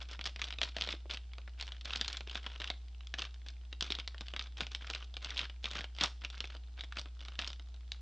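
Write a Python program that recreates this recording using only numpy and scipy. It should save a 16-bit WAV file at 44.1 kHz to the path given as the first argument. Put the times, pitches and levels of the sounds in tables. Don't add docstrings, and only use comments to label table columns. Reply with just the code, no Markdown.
import sys
import numpy as np
from scipy import signal
from scipy.fft import rfft, irfft
from scipy.io import wavfile
from scipy.ndimage import map_coordinates

SR = 44100
rng = np.random.default_rng(int(sys.argv[2]) if len(sys.argv) > 2 else 0)


def dump_mix(stems):
    frames = np.atleast_2d(stems).T
    limited = np.clip(frames, -1, 1)
    pcm = np.round(limited * 32767).astype(np.int16)
    wavfile.write(sys.argv[1], SR, pcm)


N = 353241


def gain_of(db):
    return 10 ** (np.asarray(db) / 20)


def read_curve(points, hz):
    point_hz, value = np.transpose(points)
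    return np.interp(np.log(hz + 1), np.log(point_hz + 1), value)


def add(mix, start_s, sound):
    part = mix[max(round(start_s * SR), 0):][:len(sound)]
    part += sound[:len(part)]


# (multiple of the mains frequency, level [dB rms])
HUM_PARTIALS = [(1, -46.5), (2, -77.5), (3, -83), (5, -83), (7, -85), (11, -88.5), (13, -88)]
MAINS_HZ = 60.03


def hum():
    turns = MAINS_HZ * np.arange(N) / SR
    out = np.zeros(N)
    for multiple, db in HUM_PARTIALS:
        phase_turns = rng.random()
        out += gain_of(db) * np.sqrt(2) * np.sin(2 * np.pi * (round(multiple) * turns + phase_turns))
    return out


def noise(spectrum):
    colour = gain_of(read_curve(spectrum, np.fft.rfftfreq(N, 1 / SR)))
    coloured = irfft(rfft(rng.standard_normal(N)) * colour, N)
    return coloured / np.sqrt(np.mean(coloured ** 2) + 1e-20)


# (frequency [Hz], relative density [dB per Hz])
HISS_SPECTRUM = [(20, 11.5), (70, 22), (150, 7), (300, 4), (520, -3.5), (720, 3), (1100, -3.5), (2000, -4),
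                 (3400, 0.5), (5000, -3.5), (7000, -10.5), (8700, -18), (10000, -43.5)]
# (frequency [Hz], relative density [dB per Hz])
HISS_SIDE_SPECTRUM = [(25, 22.5), (60, 2.5), (170, 11.5), (600, 3.5), (4500, 6.5), (8500, 2), (10000, -29)]


def hiss(level_db=-68.0, side_db=-75):
    side = gain_of(side_db) * noise(HISS_SIDE_SPECTRUM)
    return gain_of(level_db) * noise(HISS_SPECTRUM) + np.array([side, -side])


# (frequency [Hz], time to fall by 60 dB [s])
ROOM_DECAY = [(200, 0.33), (1000, 0.26), (3500, 0.3), (8000, 0.32)]


def room(bag, wet_db=-14.5, width=0.07, early=1.0, early_s=0.031):
    delay = np.arange(SR // 2) / SR
    present = rng.random((2, len(delay))) < .1
    taps = rng.standard_normal((2, len(delay))) * present
    taps *= (delay > .006) * (1 + early * np.exp(-delay / early_s))
    hz, t, bands = signal.stft(taps, SR)
    decay = gain_of(-60 * t / read_curve(ROOM_DECAY, hz)[:, None])
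    mid, side = signal.istft(bands * decay, SR)[1]
    tail = np.array([mid + width * side, mid - width * side]) / np.linalg.norm(mid)
    return gain_of(wet_db) * signal.fftconvolve(bag[None], tail, axes=1)[:, :N]


HZ = np.fft.rfftfreq(2048, 1 / SR)
T = np.arange(2048) / SR


def ring(colour_db, scatter, t60, damping_hz=5500):
    echoes = rng.standard_normal(len(T)) * gain_of(-60 * T / t60)
    treble_loss = np.sqrt(1 + (HZ / damping_hz) ** 2)
    blow = 1 + scatter * rfft(echoes / np.linalg.norm(echoes)) / treble_loss
    log_gain = np.log(gain_of(np.r_[colour_db, colour_db[-2:0:-1]]))
    causal = np.exp(np.conj(signal.hilbert(log_gain)))[:len(HZ)]
    sound = irfft(blow * causal)
    return rng.choice([-1, 1]) * sound / np.linalg.norm(sound)


# (time [s], peak level before the trim in pops [dB], resonance [Hz])
PANEL_POPS = [(.617, -38, 650), (.766, -34.5, 684), (.787, -42.5, 605), (0.874, -41.5, 530),
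              (0.939, -36.5, 380), (1.057, -43.5, 397), (2.01, -41, 227), (2.274, -47, 400),
              (2.703, -34.5, 734), (2.702, -42, 316), (3.140, -43, 355), (3.823, -36.5, 135),
              (3.904, -38, 230), (3.905, -41.5, 400), (4.603, -41.5, 417), (4.62, -40, 162),
              (5.757, -40, 166), (5.796, -40, 150), (6.013, -33, 165), (6.033, -34, 120), (6.049, -38, 704),
              (6.992, -47, 149), (7.39, -39.5, 135)]


def pops(trim_db=0.5, width_hz=120, dull_hz=2000):
    out = np.zeros(N)
    for start_s, db, hz in PANEL_POPS:
        detuning = (HZ ** 2 - hz ** 2) / ((HZ + 1) * width_hz)
        colour_db = -10 * np.log10((1 + detuning ** 2) * (1 + (HZ / dull_hz) ** 2))
        knock = ring(colour_db, scatter=.55, t60=.025)
        add(out, start_s, gain_of(trim_db + db) * knock / abs(knock).max())
    return out


# (frequency [Hz], relative density [dB per Hz])
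FLEX_SPECTRUM = [(40, -18), (110, -6), (220, -1), (400, -1.5), (700, 0), (950, -4.5), (1500, -2.5),
                 (3000, -81)]


def flex(scatter=0.97, t60=0.067):
    return ring(read_curve(FLEX_SPECTRUM, HZ), scatter, t60)


# (frequency [Hz], relative density [dB per Hz])
FILM_SPECTRUM = [(300, -15), (700, -5.5), (900, -3.5), (1300, -1), (1900, -5), (2600, -3.5), (3500, 0),
                 (4200, -7.5), (5200, -9.5), (6400, -17), (7800, -25.5), (9000, -37.5), (10000, -52)]
CREASE_T60 = 0.024


def crease(pitch_hz, facets_db=3.5, scatter=0.84, focus_db=8, focus_octaves=1.0, lean=2.24,
           middle_hz=3230, bass_db=5, facets_hz=430):
    octaves = np.log2((HZ + 1) / middle_hz) - lean * np.log2(pitch_hz / middle_hz)
    focus = focus_db * np.exp(-(octaves / focus_octaves) ** 2)
    bass_loss = bass_db * np.clip(octaves, -3, 0)
    facets = map_coordinates(rng.standard_normal(len(HZ)), [HZ / facets_hz], mode="mirror")
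    colour_db = read_curve(FILM_SPECTRUM, HZ) + focus + bass_loss + facets_db * facets
    return ring(colour_db, scatter, CREASE_T60)


def holding(hush_db=-2.5, hold_s=0.021, pause_s=.028):
    gain = np.ones(N)
    times = np.transpose(CREASE_SNAPS)[0]
    first_of_burst = np.diff(times, prepend=0) > pause_s
    for snap_s in times[first_of_burst]:
        gain[max(round((snap_s - hold_s) * SR), 0):round(snap_s * SR)] = gain_of(hush_db)
    return gain


# (start [s], length [s], effort halfway through [dB], swell from start to end [dB])
FINGER_PULLS = [(0, 0.032, -47.5, -10), (0.068, 0.073, -51.5, 7.5), (0.248, 0.022, -39.5, -1.5),
                (0.383, 0.152, -50.0, -6.5), (0.596, 0.1, -51, -3), (0.741, 0.187, -49, 8),
                (1.089, 0.052, -43.0, 1), (1.577, 0.21, -59.5, -15), (1.838, 0.333, -47.5, -3),
                (2.262, 0.11, -49, 13), (2.423, 0.15, -53.5, -5.5), (2.593, 0.114, -52.5, -4.5),
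                (3.173, 0.094, -47, -15), (3.454, 0.047, -56, -3), (3.816, 0.2, -52.5, -13),
                (4.116, 0.19, -65, 16), (4.355, 0.111, -54.5, -0.5), (4.561, 0.059, -46.5, 15),
                (4.71, 0.023, -47.5, -16), (4.8, 0.25, -53, -6), (5.213, 0.148, -49, -3.5),
                (5.375, 0.071, -44, -1), (5.627, 0.21, -50.5, -3), (5.742, 0.069, -43.5, -12),
                (5.934, 0.063, -55.5, 23), (5.994, 0.052, -33.5, 3.5), (6.201, 0.06, -53.5, 3),
                (6.318, 0.241, -55.5, 0.5), (6.769, 0.078, -54.5, -12), (6.952, 0.038, -43, 7),
                (7.177, 0.17, -57.0, -0.5), (7.383, 0.13, -48.5, -19)]
GRIP_S, RELEASE_S = 0.01, .012
RESTING_DB = -73
SETTLE_DB, SETTLE_S = -20, 0.017


def effort():
    power = np.full(N, gain_of(RESTING_DB) ** 2)
    for start_s, length_s, db, swell_db in FINGER_PULLS:
        t = np.arange(0, length_s + 10 * RELEASE_S, 1 / SR)
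        shape = np.minimum(t / GRIP_S, 1) * np.exp(-np.maximum(t - length_s, 0) / RELEASE_S)
        pull_db = db + swell_db * (np.minimum(t / length_s, 1) - .5)
        add(power, start_s, (shape * gain_of(pull_db)) ** 2)
    settling = np.exp(-np.arange(0, 10 * SETTLE_S, 1 / SR) / SETTLE_S)
    for snap_s, db, *_ in CREASE_SNAPS:
        add(power, snap_s, (gain_of(db + SETTLE_DB) * settling) ** 2)
    return np.sqrt(power)


def crumple(fine_db=-1.46, flex_db=-13, rate=400, crowding=0.83, spread_db=6.5, pitch_hz=3080,
            octaves=0.48, count=36):
    level = effort()
    per_s = rate * (level / level.mean()) ** crowding
    size = gain_of(spread_db * np.minimum(rng.exponential(1, N), 4))
    size *= rng.random(N) < per_s / SR
    moment = signal.windows.hann(round(.04 * SR))
    shared = signal.oaconvolve(size ** 2, moment / moment.sum(), "same")
    size *= level / np.sqrt(abs(shared) + 100 / SR)
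    size *= holding()
    kind = rng.integers(0, count, N)
    out = np.zeros(N)
    for k, stiffness in enumerate(np.linspace(-1, 1, count)):
        tick = crease(pitch_hz * 2 ** (octaves * stiffness), facets_db=2.5, scatter=2.4)
        sound = gain_of(fine_db) * tick + gain_of(flex_db) * flex()
        out += signal.oaconvolve(size * (kind == k), sound)[:N]
    return out


def ticks(per_s=25, typical_db=-21.5, typical_effort_db=-50, follow=.87, spread_db=3, pitch_hz=3100,
          octaves=0.24, flex_db=-12):
    out = np.zeros(N)
    level = (effort() / gain_of(typical_effort_db)) ** follow * holding()
    slots = np.arange(int(per_s * (N - 1) / SR))
    times = (slots + rng.random(len(slots))) / per_s
    for start_s, (size, stiffness, slack) in zip(times, rng.standard_normal((len(slots), 3))):
        strength = gain_of(typical_db) * min(level[int(start_s * SR)] * gain_of(spread_db * size), 2)
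        bright = crease(pitch_hz * 2 ** (octaves * stiffness))
        dull = gain_of(flex_db + spread_db * slack) * flex()
        add(out, start_s, strength * (bright + dull))
    return out


# (time [s], level as if spread over 5 ms, before the trim in snaps [dB], pitch setting of the crease [Hz],
#  flex of the film around it, relative to that level [dB])
CREASE_SNAPS = [(0.1318, -48.5, 2800, -30), (0.1926, -43.5, 2570, -5), (0.212, -39.5, 2970, -13),
                (0.2414, -42, 3700, -13), (0.256, -36, 3600, -39), (0.273, -37.5, 2940, -15),
                (0.3612, -42.5, 2880, -11), (0.4171, -32.0, 2900, -27), (0.4418, -37.5, 3700, -26),
                (0.5061, -41, 2900, -37), (0.5257, -38, 2860, -16), (0.5862, -38.5, 3150, -12),
                (0.616, -27.5, 2800, -17.5), (0.6323, -29.5, 3130, -15), (0.7667, -35, 2850, -9.5),
                (0.7846, -42.5, 3280, -20), (0.811, -32, 3750, -15.5), (0.8214, -30.5, 3460, -19),
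                (0.8743, -40.0, 3260, -8.5), (0.8893, -35, 3150, -8), (0.906, -40.5, 3260, -19),
                (0.9265, -35.5, 3180, -16), (1.1106, -35.5, 3250, -28), (1.1724, -41.0, 3180, -17),
                (1.3348, -49, 2860, -32), (1.3832, -48, 2620, -3), (1.4773, -48.5, 2460, -7),
                (1.5989, -43, 3300, -30), (1.6113, -37, 3400, -27), (1.6257, -40, 3450, -12.5),
                (1.6787, -44.0, 3030, -28), (1.7207, -41.5, 3200, -18), (1.8112, -47.0, 3380, -32),
                (1.8552, -42.5, 3600, -15), (1.9068, -37.5, 3030, -16), (1.9342, -34.5, 3250, -24),
                (1.9593, -34, 3700, -12.5), (2.0125, -28, 3600, -24), (2.0462, -39, 3440, -37),
                (2.0804, -34, 3980, -23), (2.1296, -39, 3960, -34), (2.1704, -38, 4250, -32),
                (2.2077, -42.5, 2880, -5), (2.297, -42, 3500, -32), (2.3556, -37.0, 2960, -32),
                (2.4643, -38.0, 2880, -8), (2.6012, -41, 3010, -8), (2.618, -38, 3070, -17),
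                (2.643, -37, 2880, -22), (2.675, -39.5, 3500, -29), (2.702, -32.0, 3080, -13),
                (3.0075, -51.5, 2640, -13), (3.071, -47.5, 3800, -31), (3.1401, -35.5, 2770, -12.5),
                (3.1932, -38.5, 3770, -13), (3.2205, -34, 3250, -20.5), (3.343, -54.0, 3710, -24),
                (3.4857, -44, 3580, -27), (3.7279, -40.5, 3350, -12), (3.809, -30.5, 3550, -30),
                (3.8254, -34.5, 3580, -14), (3.904, -34, 3320, -20), (3.9218, -30.5, 3380, -38),
                (3.9517, -36.5, 3430, -16), (3.9874, -40.5, 3370, -6.5), (3.9996, -39, 3290, -21),
                (4.0767, -37, 3330, -15), (4.1457, -49.0, 2110, -7), (4.181, -48, 3260, -30),
                (4.209, -41.5, 3730, -5), (4.2837, -43.5, 3380, -23), (4.3376, -40.5, 2660, -5.5),
                (4.3638, -36, 2850, -16), (4.3942, -34, 3160, -23), (4.4117, -43, 2990, -34),
                (4.607, -30.5, 3100, -12), (4.6679, -42.5, 3340, -12), (4.7491, -33, 3400, -27),
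                (4.9009, -36, 3650, -9.5), (4.91, -44.5, 3670, -5), (4.9364, -38.0, 2820, -32),
                (4.9498, -36.5, 3190, -13), (5.141, -47, 3670, -11), (5.1681, -38.5, 3220, -10.5),
                (5.2467, -37, 3670, -22), (5.3053, -39.5, 3760, -36), (5.37, -36.5, 3260, -30),
                (5.3774, -34.0, 3440, -41), (5.3923, -30.5, 3100, -33), (5.498, -46, 2860, -10),
                (5.6429, -35, 3140, -12), (5.6564, -32.5, 3040, -19), (5.8427, -40, 2900, -10),
                (6.0105, -29.5, 3280, -22), (6.0368, -25.5, 3900, -25), (6.0593, -37.5, 4020, -26),
                (6.2486, -35.0, 3220, -19), (6.3017, -45.0, 3500, -24), (6.4052, -35, 3430, -14.5),
                (6.442, -40.5, 2760, -9.5), (6.55, -52.5, 2980, 1.5), (6.8088, -37.5, 3350, -32),
                (6.9238, -42.5, 2340, -19), (7.058, -51, 2530, -2.5), (7.2066, -48.5, 3140, -25),
                (7.284, -46, 3020, -7), (7.3548, -51, 3070, -20), (7.3914, -33.5, 3440, -15.5),
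                (7.4456, -39, 3170, -32), (7.4757, -37.5, 3970, -14), (7.5312, -45, 3610, -28),
                (7.5968, -50, 3480, -8.5), (7.7428, -57, 3740, -7), (7.9191, -36, 3660, -33)]
SNAP_S = .005


def snaps(crease_db=-.1, catch_db=-9, catch_spread_db=4, catch_s=.004):
    out = np.zeros(N)
    chances = rng.random((len(CREASE_SNAPS), 2))
    for (start_s, db, pitch_hz, flex_db), (wait, size) in zip(CREASE_SNAPS, chances):
        strength = gain_of(db) * np.sqrt(SNAP_S * SR)
        first_flip = gain_of(crease_db) * crease(pitch_hz) + gain_of(flex_db) * flex()
        add(out, start_s, strength * first_flip)
        second_db = catch_db + catch_spread_db * (2 * size - 1.5)
        add(out, start_s + wait * catch_s, strength * gain_of(second_db) * crease(pitch_hz))
    return out


def scene():
    bag = snaps() + crumple() + ticks() + pops()
    return bag + room(bag) + hum() + hiss()


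EDGE_HZ = 9900


def record(dry):
    low_pass = signal.firwin(301, EDGE_HZ, window=("kaiser", 8), fs=SR)
    return signal.oaconvolve(dry, low_pass[None], "same")


dry = scene()
out = record(dry)
dump_mix(out)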